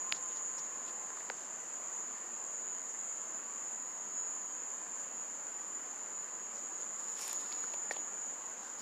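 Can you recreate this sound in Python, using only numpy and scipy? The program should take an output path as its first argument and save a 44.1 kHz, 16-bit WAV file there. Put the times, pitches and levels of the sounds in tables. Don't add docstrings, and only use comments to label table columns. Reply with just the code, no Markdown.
import sys
import numpy as np
from scipy import signal
from scipy.fft import rfft, irfft, next_fast_len
from scipy.io import wavfile
from scipy.ndimage import uniform_filter1d

SR = 44100
rng = np.random.default_rng(int(sys.argv[2]) if len(sys.argv) > 2 else 0)


def transcribe(signal):
    frames = np.atleast_2d(signal).T
    limited = np.clip(frames, -1, 1)
    pcm = np.round(limited * 32767).astype(np.int16)
    wavfile.write(sys.argv[1], SR, pcm)


def to_linear_factor(level_db):
    exponent = np.asarray(level_db, float) / 20
    return 10 ** exponent


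N = 388521


def unit(x):
    return x / np.sqrt(np.mean(x ** 2) + 1e-20)


def curves(rows):
    s, *cols = np.transpose(rows)
    return [np.interp(np.arange(N) / SR, s, c, left=c[0], right=c[-1]) for c in cols]


def wobble(rate):
    knots = rng.standard_normal(int(N * rate / SR) + 4)
    return np.interp(np.arange(N) * rate / SR, np.arange(len(knots)), knots)


def coloured(x, spectrum):
    m = next_fast_len(N + 8192)
    hz, db = np.transpose(spectrum)
    log_hz = np.log(np.fft.rfftfreq(m, 1 / SR) + 1)
    gain = to_linear_factor(np.interp(log_hz, np.log(hz), db, left=-120, right=-120))
    return unit(irfft(rfft(x, m) * gain, m)[:N])


def patchy(depth_db):
    z = signal.stft(rng.standard_normal(N + 4096), nperseg=2048)[2]
    field = uniform_filter1d(rng.standard_normal(z.shape), size=3, axis=0)
    field = uniform_filter1d(field, size=5, axis=1)
    return signal.istft(z * to_linear_factor(depth_db * unit(field)), nperseg=2048)[1][:N]


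# time in seconds, level in dB.
TRAFFIC = [(0, -53), (1.94, -53.5), (4.02, -53.5), (6.97, -54), (7.36, -52.5), (8.81, -53.5)]
# frequency in Hz, level in dB per Hz.
TRAFFIC_COLOUR = [(18, -37), (60, -36), (80, -28), (100, -20.5), (230, -3), (480, -2), (800, -1),
                  (1030, 1.5), (1400, -2.5), (1900, -5), (2300, -10), (3100, -13), (3500, -18.5),
                  (6000, -17.5)]


def traffic():
    level_db = curves(TRAFFIC)[0] + 0.36 * wobble(3.16)
    return to_linear_factor(level_db) * coloured(patchy(depth_db=1.5), TRAFFIC_COLOUR)


# time in seconds, level in dB.
WHINE = [(0, -58), (.45, -60), (.65, -75), (.78, -60), (1.25, -62), (1.4, -91), (8.81, -90)]


def motor_whine():
    level_db = curves(WHINE)[0] + 1.5 + 3.8 * wobble(24)
    turns = 2 * np.pi * 1043 * np.arange(N) / SR
    return to_linear_factor(level_db) * np.sin(turns + 0.33 * wobble(5.6) + .6 * wobble(30))


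# frequency in Hz, level in dB.
DRONES = [(499, -70.5), (1000, -69), (1296, -77)]


def drones():
    turns = 2 * np.pi * np.arange(N) / SR
    return sum(to_linear_factor(db + 3.8 * wobble(1.99)) * np.sin(hz * turns + 1.26 * wobble(8)) for hz, db in DRONES)


# frequency in Hz, level in dB per Hz.
HISS = [(5000, -26), (8000, -2), (10000, -0.5), (11800, -2), (13500, -3), (14500, 1.5), (15500, -5)]


def air_hiss():
    return to_linear_factor(-74) * coloured(patchy(depth_db=1.5), HISS)


# time in seconds, level in dB.
CHORUS = [(0.0, -42.5), (0.49, -45), (0.81, -44.5), (1.7, -43), (2.26, -45.5), (2.5, -43), (2.7, -45.5),
          (3.09, -43), (3.39, -44.5), (4.19, -48), (4.54, -45.5), (4.81, -45), (5.8, -46.5), (6.85, -44),
          (7.09, -44.5), (7.4, -44.5), (8.1, -46), (8.81, -47.5)]
# frequency in Hz, level in dB per Hz.
WINGS = [(5000, -55), (5900, -36), (6300, -22), (6500, -13.5), (6700, -5), (6900, -1), (7050, 0),
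         (7250, -1), (7420, -6.5), (7600, -15), (7800, -22.5), (8100, -29), (8800, -35), (11000, -50)]


def stroke_train():
    rate_hz = 180 + 3 * wobble(.6) + .5 * wobble(8)
    return np.diff(np.floor(np.cumsum(rate_hz) / SR), prepend=0) * to_linear_factor(2.1 * wobble(3))


def chorus(count=8):
    strokes = sum(stroke_train() for _ in range(count))
    t = np.arange(SR // 8) / SR
    echoes = rng.standard_normal(len(t)) * to_linear_factor(-60 * t / .1)
    clicks = coloured(signal.fftconvolve(strokes, echoes)[:N], WINGS)
    blur = coloured(rng.standard_normal(N), WINGS)
    level_db = curves(CHORUS)[0] - 1 + .9 * wobble(5)
    return to_linear_factor(level_db) * unit(.8 * clicks + .55 * blur)


# middle in seconds, level in dB, pitch in Hz.
PULSES = [(.583, -50, 5250), (.586, -51, 5900), (.590, -51, 5550), (.600, -55, 5750), (6.555, -51, 6000),
          (6.585, -53, 6000), (6.607, -57, 6000), (6.537, -62, 5300), (6.577, -62, 5400),
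          (.630, -70, 14000), (1.91, -72, 14000)]


def soft_pulses():
    t = np.arange(N) / SR
    return sum(to_linear_factor(db) * np.exp(-((t - s) / 0.0043) ** 2) * np.sin(2 * np.pi * hz * t) for s, db, hz in PULSES)


def grains():
    spikes_db = 20.24 * uniform_filter1d(rng.standard_normal(N), size=16)
    return rng.standard_normal(N) * to_linear_factor(spikes_db)


# middle in seconds, half length in seconds, level in dB, centre in Hz.
CLOTH = [(.157, .024, -54.5, 4230), (.317, .03, -63, 2770), (.368, .021, -58, 4800),
         (.585, .006, -55, 5700), (.597, .01, -56, 5600), (.805, .05, -72, 4000), (1.375, 0.12, -66, 4500),
         (6.568, 0.036, -62.5, 5700), (7.225, 0.027, -51.5, 2830), (7.298, 0.038, -54.5, 2870),
         (7.95, 0.045, -58, 2800)]
# middle in seconds, half length in seconds, level in dB, centre in Hz.
SKIN = [(.648, .006, -63, 4500), (.885, 0.023, -58, 3600), (1.2, .03, -66, 3500), (6.82, 0.043, -66, 4000),
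        (7.178, .025, -61, 3000), (7.225, 0.027, -50, 5600), (7.58, .18, -62, 4350),
        (7.742, 0.0034, -53, 3900), (7.921, .012, -49, 4500), (8.658, .085, -64.5, 4500),
        (8.80, 0.014, -58, 5000)]
# middle in seconds, half length in seconds, level in dB.
GRASS = [
    (7.006, .0082, -70),
    (7.212, .035, -59),
    (7.085, .13, -66.5),
    (7.284, 0.072, -54),
    (7.41, .0056, -59),
    (7.437, .005, -67),
    (7.437, .1, -70),
]
BRIGHT_DB = (-24, -7, 2.5)


def brushing():
    bright = coloured(grains(), [(5000, 2.5), (7500, 2.5), (10000, -2.5), (15300, -14), (15800, -30)])
    dull, out = grains(), np.zeros(N)
    grass = [(*row, 4300) for row in GRASS]
    for strokes, bright_db in zip((CLOTH, SKIN, grass), BRIGHT_DB):
        for s, half, dull_db, hz in strokes:
            start = max(round((s - 2 * half) * SR), 0)
            stop = min(round((s + 2 * half) * SR), N)
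            swell = np.exp(-((np.arange(start, stop) / SR - s) / half) ** 2)
            band = signal.butter(2, [hz * 0.74, hz * 1.38], "bandpass", fs=SR)
            body = to_linear_factor(dull_db) * unit(signal.lfilter(*band, dull[start:stop]))
            out[start:stop] += swell * (body + to_linear_factor(dull_db + bright_db) * bright[start:stop])
    return out


def mode(hz, db, t60, rise):
    t = np.arange(SR // 20) / SR
    return to_linear_factor(db - 60 * t / t60) * (1 - np.exp(-(t / rise) ** 2)) * np.sin(2 * np.pi * hz * t)


# start in seconds, peak in dB, ring in Hz, knock in dB, ring t60 in seconds.
TICKS = [(0.124, -11, 2600, -45, 0.0019), (1.1034, -41.5, 1620, -10, .006), (1.1725, -39, 1240, -18, .008),
         (1.207, -40.5, 1810, -17, 0.0077), (1.3012, -36, 1520, -5.5, .005), (1.2999, -23, 1750, -30, .004),
         (7.193, -41, 1150, -18, 0.0088), (7.2995, -42, 1480, -21, .0073),
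         (7.3305, -37.5, 1060, -19, 0.013), (7.5195, -40, 2220, -30, .0064),
         (7.526, -27, 4530, -35, 0.0028), (7.6405, -37.5, 1410, -18, .01), (7.7384, -40, 2600, -8, 0.0057),
         (7.7415, -45, 3300, -2, .003), (7.91, -29.5, 1860, -24, 0.022), (7.9105, -35.5, 2210, -2, 0.015),
         (7.9652, -34, 2960, -11, .0022)]
# frequency in Hz, level in dB, t60 in seconds.
CASE_MODE = (4800, -1, .002)


def case_ticks():
    out = np.zeros(N + SR)
    for s, db, hz, knock_db, t60 in TICKS:
        ring = mode(hz, 3.95, np.clip(t60, .002, .04), 0.00011) - mode(*CASE_MODE, 0.00027)
        knock = mode(480, knock_db + 12, 0.013, .0008) - mode(820, knock_db + 12, 0.012, 0.0005)
        out[round(s * SR):][:len(ring)] += to_linear_factor(db) * (ring + knock)
    small_case = signal.butter(3, 380, "highpass", fs=SR, output="sos")
    return signal.sosfilt(small_case, out[:N])


# start in seconds, level in dB.
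SNAPS = [(.124, -25.5), (1.207, -48), (1.3, -43), (7.193, -47), (7.2095, -38), (7.243, -40), (7.2775, -33),
         (7.2795, -27), (7.2825, -35), (7.2995, -41), (7.3305, -28), (7.5238, -48), (7.526, -43),
         (7.6403, -47), (7.7382, -50), (7.9655, -45), (7.988, -50)]
# frequency in Hz, level in dB.
SNAP_COLOUR = [(1500, -30), (3000, -9), (6000, -4), (9500, -4), (12000, -2), (14800, -6), (15700, -30)]


def snaps():
    out, t = np.zeros(N + SR), np.arange(SR // 20) / SR
    for s, db in SNAPS:
        out[round(s * SR):][:len(t)] += to_linear_factor(db - 60 * t / .0008) * np.sign(rng.standard_normal(len(t)))
    energy = np.sqrt(np.mean(out[:N] ** 2))
    return energy * coloured(out[:N], SNAP_COLOUR)


def stroke_rate(rows):
    return uniform_filter1d(curves(rows)[0], size=SR // 7)


def through_wing(heard, peak, numbers):
    db, shift = curves(heard)
    lower_db, fall_db = 1.6, 4.3
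    return [(k, db - lower_db - fall_db * (k - peak - shift) ** 2 + 2.2 * wobble(5)) for k in numbers]


def singer(rate_hz, overtones, fade_db, drift):
    turns = 2 * np.pi * np.cumsum(rate_hz) / SR
    jitter = drift * wobble(40)
    out = np.zeros(N)
    for k, db in overtones:
        level = np.sqrt(2) * to_linear_factor(db + .8 + fade_db * wobble(11))
        slip = .5 * wobble(5) + 2 * wobble(.6)
        out += level * np.sin(k * turns + jitter + slip)
    return out


# time in seconds, strokes in Hz.
FAR_RATE = [(0, 179.58), (.3, 180.0), (.7, 181.28), (1.28, 182.22), (2.27, 180.69), (2.86, 180.12),
            (3.3, 181.3), (3.5, 181.56), (3.8, 181.1), (4.1, 181.18), (5.0, 179.87), (5.72, 179.22),
            (6.18, 180.95), (6.5, 181.38), (7.25, 181.38), (7.75, 180.77), (8.24, 181.53), (8.81, 181.62)]
# time in seconds, level in dB, wing peak shift in overtones.
FAR_HEARD = [(0, -50, -.5), (.45, -54, .3), (1.0, -58, -.1), (1.4, -55, .1), (2.3, -59.5, .2),
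             (2.7, -57, .5), (3.05, -60, .1), (3.6, -53, 0), (4.15, -53.5, -.2), (4.6, -53, .5),
             (5.07, -53, -.4), (5.4, -56.5, .5), (5.7, -51.5, 0), (6.1, -60.5, .3), (6.6, -57, .6),
             (7.15, -60, .1), (7.7, -56, -.4), (8.81, -62, -.3)]
# overtone number, level in dB.
FAR_SKIRT = [(38, -66), (42, -68), (43, -78), (44, -82), (80, -94), (81, -95)]


def far_singer():
    overtones = through_wing(FAR_HEARD, 39.5, range(39, 42)) + FAR_SKIRT
    return singer(stroke_rate(FAR_RATE), overtones, fade_db=3, drift=.4)


# time in seconds, strokes in Hz.
NEAR_RATE = [(0, 179.6), (.4, 179.47), (1.22, 178.73), (2.3, 177.47), (2.8, 177.17), (3.5, 176.87),
             (4.05, 176.55), (4.36, 176.65), (4.66, 177.6), (4.94, 179.95), (5.33, 179.95), (5.77, 179.14),
             (6.5, 177.5), (6.77, 177.45), (7.05, 180.15), (7.36, 181.0), (8.05, 179.79), (8.81, 177.87)]
# time in seconds, level in dB, wing peak shift in overtones.
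NEAR_HEARD = [(0, -45.5, -.25), (.5, -43.8, -.15), (.8, -49, -.1), (1.35, -54, -.2), (2.2, -53.5, .5),
              (2.6, -48, 0), (3.1, -47, .45), (3.42, -50.5, .7), (3.8, -48, .2), (4.45, -49.5, -.4),
              (4.8, -53, .3), (5.2, -49.5, -.3), (5.7, -49, .3), (6.6, -48.5, .35), (7.1, -52, -.2),
              (7.4, -45.5, -.55), (8.1, -47, -.3), (8.81, -56, 0)]
# overtone number, level in dB.
NEAR_SKIRT = [(33, -81), (34, -81), (35, -73), (36, -65), (41, -66), (77, -100), (78, -97)]


def near_singer():
    overtones = through_wing(NEAR_HEARD, 38.5, range(37, 41)) + NEAR_SKIRT
    return singer(stroke_rate(NEAR_RATE), overtones, fade_db=3.8, drift=.35)


def scene():
    distance = traffic() + motor_whine() + drones() + air_hiss()
    chorus_and_pulses = chorus() + soft_pulses()
    handling = brushing() + case_ticks() + snaps()
    return (distance + chorus_and_pulses + handling + far_singer() + near_singer())[None]


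def band_limit(x):
    return signal.sosfilt(signal.butter(12, 15920, fs=SR, output="sos"), x)


def record(dry):
    return band_limit(dry)


dry = scene()
out = record(dry)
transcribe(out)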